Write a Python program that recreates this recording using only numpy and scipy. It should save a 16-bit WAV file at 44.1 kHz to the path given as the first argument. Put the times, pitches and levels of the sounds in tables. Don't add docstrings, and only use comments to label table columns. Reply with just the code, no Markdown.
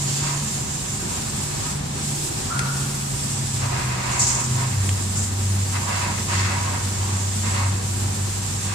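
import sys
import numpy as np
from scipy import signal
from scipy.fft import rfft, irfft
from scipy.io import wavfile

SR = 44100
rng = np.random.default_rng(int(sys.argv[2]) if len(sys.argv) > 2 else 0)


def generate_wav(sig):
    pcm = np.round(np.clip(np.atleast_2d(sig).T, -1, 1) * 32767).astype(np.int16)
    wavfile.write(sys.argv[1], SR, pcm)


N = 385434
TIME = np.arange(N) / SR
HZ = np.fft.rfftfreq(N, 1 / SR)

# time_s, level_db, sizzle_db
JET_RIDE = [(0, -32, -1.5), (0.25, -33.5, 1), (0.5, -34.5, 0), (1.2, -34.5, 0.5), (2.02, -33, -1.5),
            (2.24, -32.5, 3), (2.45, -34.5, -1), (3.0, -34, 3), (3.35, -33, -2), (3.7, -34.5, -0.5),
            (4.6, -34, 0.5), (5.15, -36, 2), (5.45, -35.5, 1.5), (6.35, -33.5, -1.5), (6.75, -36, 0),
            (7.45, -33.5, -1), (8.05, -35.5, 1.5), (8.74, -35, -1)]
# freq_hz, gain_db
JET_COLOUR = [(1500, -18.5), (2500, -11.5), (3500, -9), (5000, -6), (6200, -3.5), (7500, -1.5), (8200, -4),
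              (8900, -4.5), (9900, -10.5), (11800, -17), (14000, -19.5), (16000, -26)]
# freq_hz, left_minus_right_db
JET_PAN = [(2000, -3.5), (3000, 7), (4200, 2.5), (6000, 1.5), (7500, -4), (9000, 1.5), (10500, 0),
           (12000, -0.5)]
# start_s, length_s, depth_db
JET_DIPS = [(1.72, 0.22, -5.5), (3.7, 0.32, -2), (7.618, 0.2, -2.5)]
# time_s, pitch_hz, level_re_hiss_db
GAP_RING = [(0, 7350, -2), (0.9, 7350, -2.5), (1.5, 7650, -4.5), (2.3, 7650, -5), (2.9, 7650, -7.5),
            (3.4, 7720, -2.5), (3.8, 7500, -6), (4.3, 7250, -1.5), (4.9, 7400, -3), (5.4, 7500, -3.5),
            (6.0, 7400, -6), (6.5, 7450, -7), (7.2, 7400, -4), (7.58, 7550, -3), (7.9, 7550, -5),
            (8.74, 7500, -4)]
# start_s, end_s, pitch_hz, width_hz, level_db, fade_db_per_s
WHISTLES = [(-0.2, 1.4, 7290, 65, -38.5, 9), (-0.1, 0.6, 4600, 83.33, -48, 10),
            (-0.1, 1.1, 6460, 160, -46, 2), (2.0, 3.696, 8930, 280.8, -49, 1.5),
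            (2.8, 3.7, 7760, 150, -44, 2), (5.302, 7.8, 7525, 37.04, -51, -1),
            (5.398, 7.7, 7925, 70, -50.5, -1), (5.198, 7.6, 6830, 64.8, -51, 1),
            (6.702, 7.8, 6600, 120, -50, 0)]

# start_s, length_s, rise_s, level_db, brightness_db, slot_pitch_hz
GUSTS = [(0.04, 0.16, 0.04, -51, 4, 2350), (0.2, 0.12, 0.054, -37, 0, 2390),
         (1.001, 0.169, 0.1, -42.5, -5, 2298), (1.46, 0.22, 0.18, -42, -2, 2300),
         (2.462, 0.2, 0.04, -40, -4, 2307), (3.587, 0.15, 0.057, -34, -4.5, 2410),
         (3.68, 0.61, 0.059, -37.5, 3, 2460), (3.921, 0.27, 0.09, -36, -0.5, 2250),
         (4.285, 0.13, 0.011, -35.5, -3.5, 2147), (4.516, 0.089, 0.078, -34.5, -1.5, 1860),
         (4.66, 0.18, 0.05, -52, 8.5, 1800), (5.709, 0.044, 0.05, -34.5, 1, 2096),
         (5.845, 0.24, 0.035, -32, 0, 2138), (6.261, 0.096, 0.052, -34.5, 2, 2000),
         (6.291, 0.21, 0.058, -39, 9.5, 2050), (6.44, 0.34, 0.075, -35, -2, 2200),
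         (6.861, 0.34, 0.17, -40, -1.5, 2160), (7.415, 0.17, 0.037, -38.5, 2, 1995),
         (7.503, 0.12, 0.074, -33.5, -2.5, 2106), (7.64, 0.035, 0.03, -43, -5, 2110),
         (8.57, 0.17, 0.15, -39.5, 3.5, 1994)]
# freq_hz, gain_db
ROAR_COLOUR = [(300, -21), (480, -9), (600, -5.5), (730, -2), (850, -6.5), (1050, -1.5), (1400, -2.5),
               (2150, -3), (2400, -10.5), (2600, -4), (3050, -11.5), (4800, -11), (7000, -23), (10000, -55)]
# freq_hz, left_minus_right_db
ROAR_PAN = [(500, 0.5), (800, -7), (1000, -6.5), (1300, 2.5), (1650, 1.5), (2200, 0.5), (2650, -3.5),
            (3500, -2)]
# freq_hz, width_hz, boost_db
BED_RESONANCES = [(589, 30, 5), (1030, 300, 2.5), (1250, 95, 4.5), (1600, 39, 7), (2532, 45, 6),
                  (2687, 60, 4.5)]
# pitch_hz, width_hz, level_db
BED_CAVITY_MODES = [(959, 76, -4.3), (1076, 110, -8)]
# start_s, length_s, level_db
RASPS = [(0.04, 0.24, -34.5), (4.17, 0.11, -34), (6.31, 0.097, -33), (7.5, 0.079, -41)]
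# freq_hz, gain_db
RASP_COLOUR = [(1200, -20), (2300, -15), (3200, -5), (3800, -7.5), (4550, -2), (4900, -2), (5300, -3),
               (5900, -9), (7000, 2), (10000, -30)]

# start_s, level_db, rise_s, decay_s, brightness_db
SPITS = [(3.989, -35, 0.11, 0.09, 3), (4.1, -34, 0.015, 0.06, 5), (4.19, -18, 0.0089, 0.043, 7),
         (4.213, -25, .003, 0.025, 0.5), (4.266, -21.5, 0.0025, 0.033, -3.5), (4.289, -36, .003, 0.033, 1),
         (4.345, -27, 0.0032, 0.021, 1), (4.399, -27, 0.0027, 0.012, 2), (4.436, -27.5, 0.0024, 0.018, 1),
         (5.15, -28.5, 0.015, 0.035, 8), (5.215, -32, 0.0063, 0.025, 6)]
# freq_hz, gain_db
SPIT_COLOUR = [(1500, -31), (3900, -17), (5000, -4.5), (6300, 1), (7200, 5.5), (8400, -2), (9800, -17.5),
               (14000, -35)]
# time_s, snap_db, snap_width_s, scatter_db, scatter_decay_s
POPS = [(2.5927, -11, 0.000047, -20.5, 0.003), (4.892, -14, 0.00008, -23, 0.002)]
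# freq_hz, gain_db
SCATTER_COLOUR = [(500, -22), (1100, -17), (1600, 3), (3000, 3), (4500, -5), (8500, 6), (11000, -14),
                  (15000, -28)]
# start_s, length_s, level_db
SWELLS = [(0.95, 0.18, -40), (2.1, .22, -35.5)]
# freq_hz, gain_db
SWELL_COLOUR = [(150, 0), (260, -4.5), (350, 9), (420, -4), (520, -22), (900, -10), (2000, -40)]

# time_s, pitch_hz, level_db
HUM = [(0, 139, -28), (.44, 143.9, -29), (.6, 145, -36.5), (1.25, 143, -39), (1.4, 144.8, -33.5),
       (2.2, 144.6, -32.5), (2.48, 140.2, -52), (2.58, 135, -25.5), (2.9, 140, -30), (3.4, 136.8, -30),
       (3.7, 129.7, -29), (3.95, 126.2, -29.5), (4.38, 126.2, -32), (4.58, 127.7, -23),
       (4.75, 128.8, -27.5), (4.9, 129.4, -80)]
# time_s, pitch_hz, level_db
DRONE = [(3.05, 101.8, -49), (3.68, 100.8, -30), (3.87, 100.4, -48), (4.44, 101.5, -57), (4.53, 102.4, -25),
         (4.7, 101.6, -34), (4.78, 96.6, -21), (5.12, 95.8, -30), (5.36, 97, -23), (6.05, 96.6, -26.5),
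         (6.22, 96.6, -32), (6.38, 96.7, -24), (6.85, 96.2, -26.5), (7.45, 96.6, -24), (7.9, 96.5, -23.5),
         (8.3, 97.5, -29.5)]
# freq_hz, density_db
FAN_COLOUR = [(15, -73), (35, -66.5), (55, -60), (85, -53.5), (125, -51.5), (170, -59.5), (250, -62),
              (300, -66.5), (390, -65), (450, -74.5), (1100, -73.5), (2200, -81), (5000, -80.5),
              (15000, -105)]
# freq_hz, width_hz, boost_db
DUCT_RESONANCES = [(49, 3.7, 6.5), (195.4, 8.8, 8.5), (216.8, 5.3, 11.5), (250, 8.4, 5), (360.6, 6.1, 4),
                   (481.7, 7.9, 9), (787, 61, 6), (966, 13, 8.5), (1124, 25, 3), (1770, 40, 7)]
# freq_hz, left_right_correlation
STEREO_CORRELATION = [(40, 1), (100, 0.89), (180, 0.93), (260, 0.9), (340, 0.5), (500, -0.61), (720, -0.31),
                      (950, 0.17), (1300, 0.22), (1700, 0.2), (2400, -0.31), (3000, 0.2), (7000, 0.00085),
                      (15000, 0.09)]


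def nozzle_jet(flow_db):
    level_db, sizzle_db = curves(JET_RIDE)
    ring_hz, ring_db = curves(GAP_RING)
    dip_db = sum(depth * envelope(start, length, rise_s=0.095, fall_s=0.034)
                 for start, length, depth in JET_DIPS)
    dull_db = -2 * from_db(flow_db + 28.5)
    hiss = unit_rms(turbulence(panned(colour(JET_COLOUR), JET_PAN)))
    hiss = brighten(hiss, above_hz=8600, db=sizzle_db + dull_db + 0.72 * wander(25))
    ring = air_tone(ring_hz + 89.1 * wander(9), width_hz=990)
    upper_ring = from_db(sizzle_db - 10.5) * air_tone(ring_hz + 1200, width_hz=740)
    ring = unit_rms((ring + upper_ring) * from_db([[-6], [0]]))
    ring *= from_db(ring_db + 1.3 * wander(20))
    air = hood_reflections(hiss + ring, wet_db=-5, first_s=0.001, spread_s=0.014)
    flutter_db = 0.49 * wander(48) + 0.75 * wander(7.5)
    return air * from_db(level_db + dip_db + flutter_db + 2.0)


def nozzle_whistles():
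    out = np.zeros((2, N))
    for start, end, hz, width, db, fade in WHISTLES:
        gate = np.clip(np.minimum(TIME - start, end - TIME) / 0.16, 0, 1)
        faded_db = fade * np.clip(TIME - start, 0, end - start)
        waver_db = 1.8 * wander(9)
        out += from_db(db - faded_db + waver_db) * gate * air_tone(hz, width)
    return out * from_db([[-4], [2]])


def slot_flow(leak_db=-52.5, leak_bright_db=6):
    power = from_db(leak_db) ** 2
    treble = from_db(leak_db + leak_bright_db) ** 2
    for start, length, rise, db, bright_db, _ in GUSTS:
        gust = (from_db(db) * envelope(start, length, rise, fall_s=0.099)) ** 2
        power += gust
        treble += gust * from_db(bright_db) ** 2
    return 10 * np.log10(power), 10 * np.log10(treble / power)


def slot_roar(flow_db, bright_db):
    air = turbulence(panned(colour(ROAR_COLOUR, BED_RESONANCES), ROAR_PAN))
    air = hood_reflections(air, wet_db=-2, first_s=0.004, spread_s=0.03)
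    slot_hz, = curves([(start + length / 2, hz) for start, length, *_, hz in GUSTS])
    rough_db = 2.5 * wander(74)
    slot_ring = from_db(bright_db + rough_db - 14.5) * air_tone(slot_hz, width_hz=350)
    air = brighten(air, above_hz=1170, db=bright_db + wander(13))
    body = (air + slot_ring + bed_ring()) * from_db(flow_db + 0.6)
    rasp = bursts(RASPS, rise_s=0.05, fall_s=0.067) * coloured_noise(RASP_COLOUR)
    flutter_db = wander(22)
    return (body + rasp) * from_db(flutter_db)


def bed_ring(left_lag_s=0.00018, diffuse_gain=0.47):
    direct, diffuse = sum(from_db(db) * air_tone(hz, width) for hz, width, db in BED_CAVITY_MODES)
    left = np.interp(TIME - left_lag_s, TIME, direct + diffuse_gain * diffuse)
    right = direct - diffuse_gain * diffuse
    return np.array([left, right]) * from_db([[-4], [-0.5]])


def edge_howl(start_s=2.495, from_hz=1345, to_hz=1430, glide_s=0.0695, level_db=-34, sag_db_per_s=17):
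    age = np.maximum(TIME - start_s, 0)
    hz = to_hz + (from_hz - to_hz) * np.exp(-age / glide_s)
    core = air_tone(hz, width_hz=60)
    breath = from_db(-1) * air_tone(hz * 0.96, width_hz=330)
    shape = envelope(start_s, length_s=0.2, rise_s=0.015, fall_s=0.22)
    return from_db(level_db - sag_db_per_s * age) * shape * (core + breath)


def resin_spits():
    power = np.zeros(N)
    for start, db, rise, decay, _ in SPITS:
        age = np.maximum(TIME - start, 0)
        attack = 1 - np.exp(-age / rise)
        power += (from_db(db) * attack) ** 2 * np.exp(-age / decay)
    sputter_db = 0.88 * wander(166)
    bright_db, = curves([(start, bright) for start, *_, bright in SPITS])
    fizz = brighten(coloured_noise(SPIT_COLOUR), above_hz=7000, db=bright_db)
    return np.sqrt(power) * from_db(sputter_db) * fizz


def wood_pops():
    scatter = coloured_noise(SCATTER_COLOUR)
    out = np.zeros((2, N))
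    for start, snap_db, width, scatter_db, decay in POPS:
        offset = (TIME - start) / width
        snap = -offset * np.exp((1 - offset ** 2) / 2)
        out += from_db(snap_db) * snap * from_db([[0], [-4]])
        age = np.maximum(TIME - start, 0)
        echo = from_db(-16) * np.exp(-age / 0.016)
        tail = (TIME >= start) * (np.exp(-age / decay) + echo)
        out += from_db(scatter_db) * tail * scatter
    return out


def air_swells():
    return bursts(SWELLS, rise_s=0.093, fall_s=0.12) * coloured_noise(SWELL_COLOUR)


def machine_hum(course, waver_db, octave_db):
    hz, db = curves(course)
    phase = 2 * np.pi * np.cumsum(hz) / SR + 0.037 * wander(2.9)
    start_s = course[0][0]
    level = (TIME >= start_s) * from_db(db + waver_db * wander(6.7))
    return np.sqrt(2) * level * (np.sin(phase) + from_db(octave_db) * np.sin(2 * phase))


def exhaust_fan():
    return turbulence(colour(FAN_COLOUR, DUCT_RESONANCES)) * from_db(wander(11.4))


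def hood_reflections(x, wet_db, first_s, spread_s, count=24):
    delays = np.round((first_s + spread_s * rng.random((2, 2, count))) * SR).astype(int)
    taps = np.zeros((2, 2, N))
    np.put_along_axis(taps, delays, rng.choice([-1, 1], delays.shape) / np.sqrt(count), axis=2)
    at_start, at_end = irfft(rfft(taps) * rfft(x), N)
    travel = np.pi * TIME / TIME[-1]
    return unit_rms(x + from_db(wet_db) * (at_start * np.cos(travel) + at_end * np.sin(travel)))


def turbulence(gain):
    mid, side = rfft(rng.standard_normal((2, N)))
    correlation = spectrum_curve(STEREO_CORRELATION)
    side *= np.sqrt((1 - correlation) / (1 + correlation))
    return irfft(np.array([mid + side, mid - side]) * gain * np.sqrt(SR / 2), N)


def coloured_noise(points):
    return unit_rms(turbulence(colour(points)))


def air_tone(hz, width_hz):
    phase = 2 * np.pi * np.cumsum(hz * np.ones(N)) / SR
    pole = np.exp(-np.pi * width_hz / SR)
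    white = rng.standard_normal((2, N)) + 1j * rng.standard_normal((2, N))
    drift = signal.lfilter([1], np.poly([pole, pole]), white)
    return unit_rms((drift * np.exp(1j * phase)).real)


def wander(rate_hz):
    x = irfft(rfft(rng.standard_normal(N)) / (1 + (HZ / rate_hz) ** 4), N)
    return x / x.std()


def brighten(x, above_hz, db):
    treble = irfft(rfft(x) * (1 - 1 / (1 + (HZ / above_hz) ** 10)), N)
    return x + (from_db(db) - 1) * treble


def colour(points, resonances=()):
    peaks_db = sum(db / (1 + (2 * (HZ - hz) / width) ** 2) for hz, width, db in resonances)
    return from_db(spectrum_curve(points) + peaks_db)


def panned(gain, pan):
    return gain * from_db(spectrum_curve(pan) * np.array([[0.5], [-0.5]]))


def envelope(start_s, length_s, rise_s, fall_s):
    age = TIME - start_s
    return np.clip(age / rise_s, 0, 1) * np.exp(-np.maximum(age - length_s, 0) / fall_s)


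def bursts(rows, rise_s, fall_s):
    return sum(from_db(db) * envelope(start, length, rise_s, fall_s) for start, length, db in rows)


def curves(rows):
    times, *columns = np.transpose(rows)
    return [np.interp(TIME, times, column) for column in columns]


def spectrum_curve(points):
    hz, value = np.transpose(points)
    return np.interp(np.log(HZ + 1), np.log(hz + 1), value)


def unit_rms(x):
    return x / np.sqrt(np.mean(x.mean(0) ** 2) + 1e-20)


def from_db(db):
    return 10 ** (np.asarray(db) / 20)


def scene():
    hum = machine_hum(HUM, waver_db=1.0, octave_db=-21.5)
    drone = machine_hum(DRONE, waver_db=1.5, octave_db=-27.5)
    background = hum + drone + exhaust_fan() + air_swells()
    flow_db, bright_db = slot_flow()
    air = nozzle_jet(flow_db) + nozzle_whistles() + slot_roar(flow_db, bright_db) + edge_howl()
    return air + resin_spits() + wood_pops() + background


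def record(dry, cutoff_hz=15600):
    lowpass = signal.firwin(511, cutoff_hz, window=("kaiser", 9), fs=SR)
    return signal.oaconvolve(dry, lowpass[None], "same")


dry = scene()
out = record(dry)
generate_wav(out)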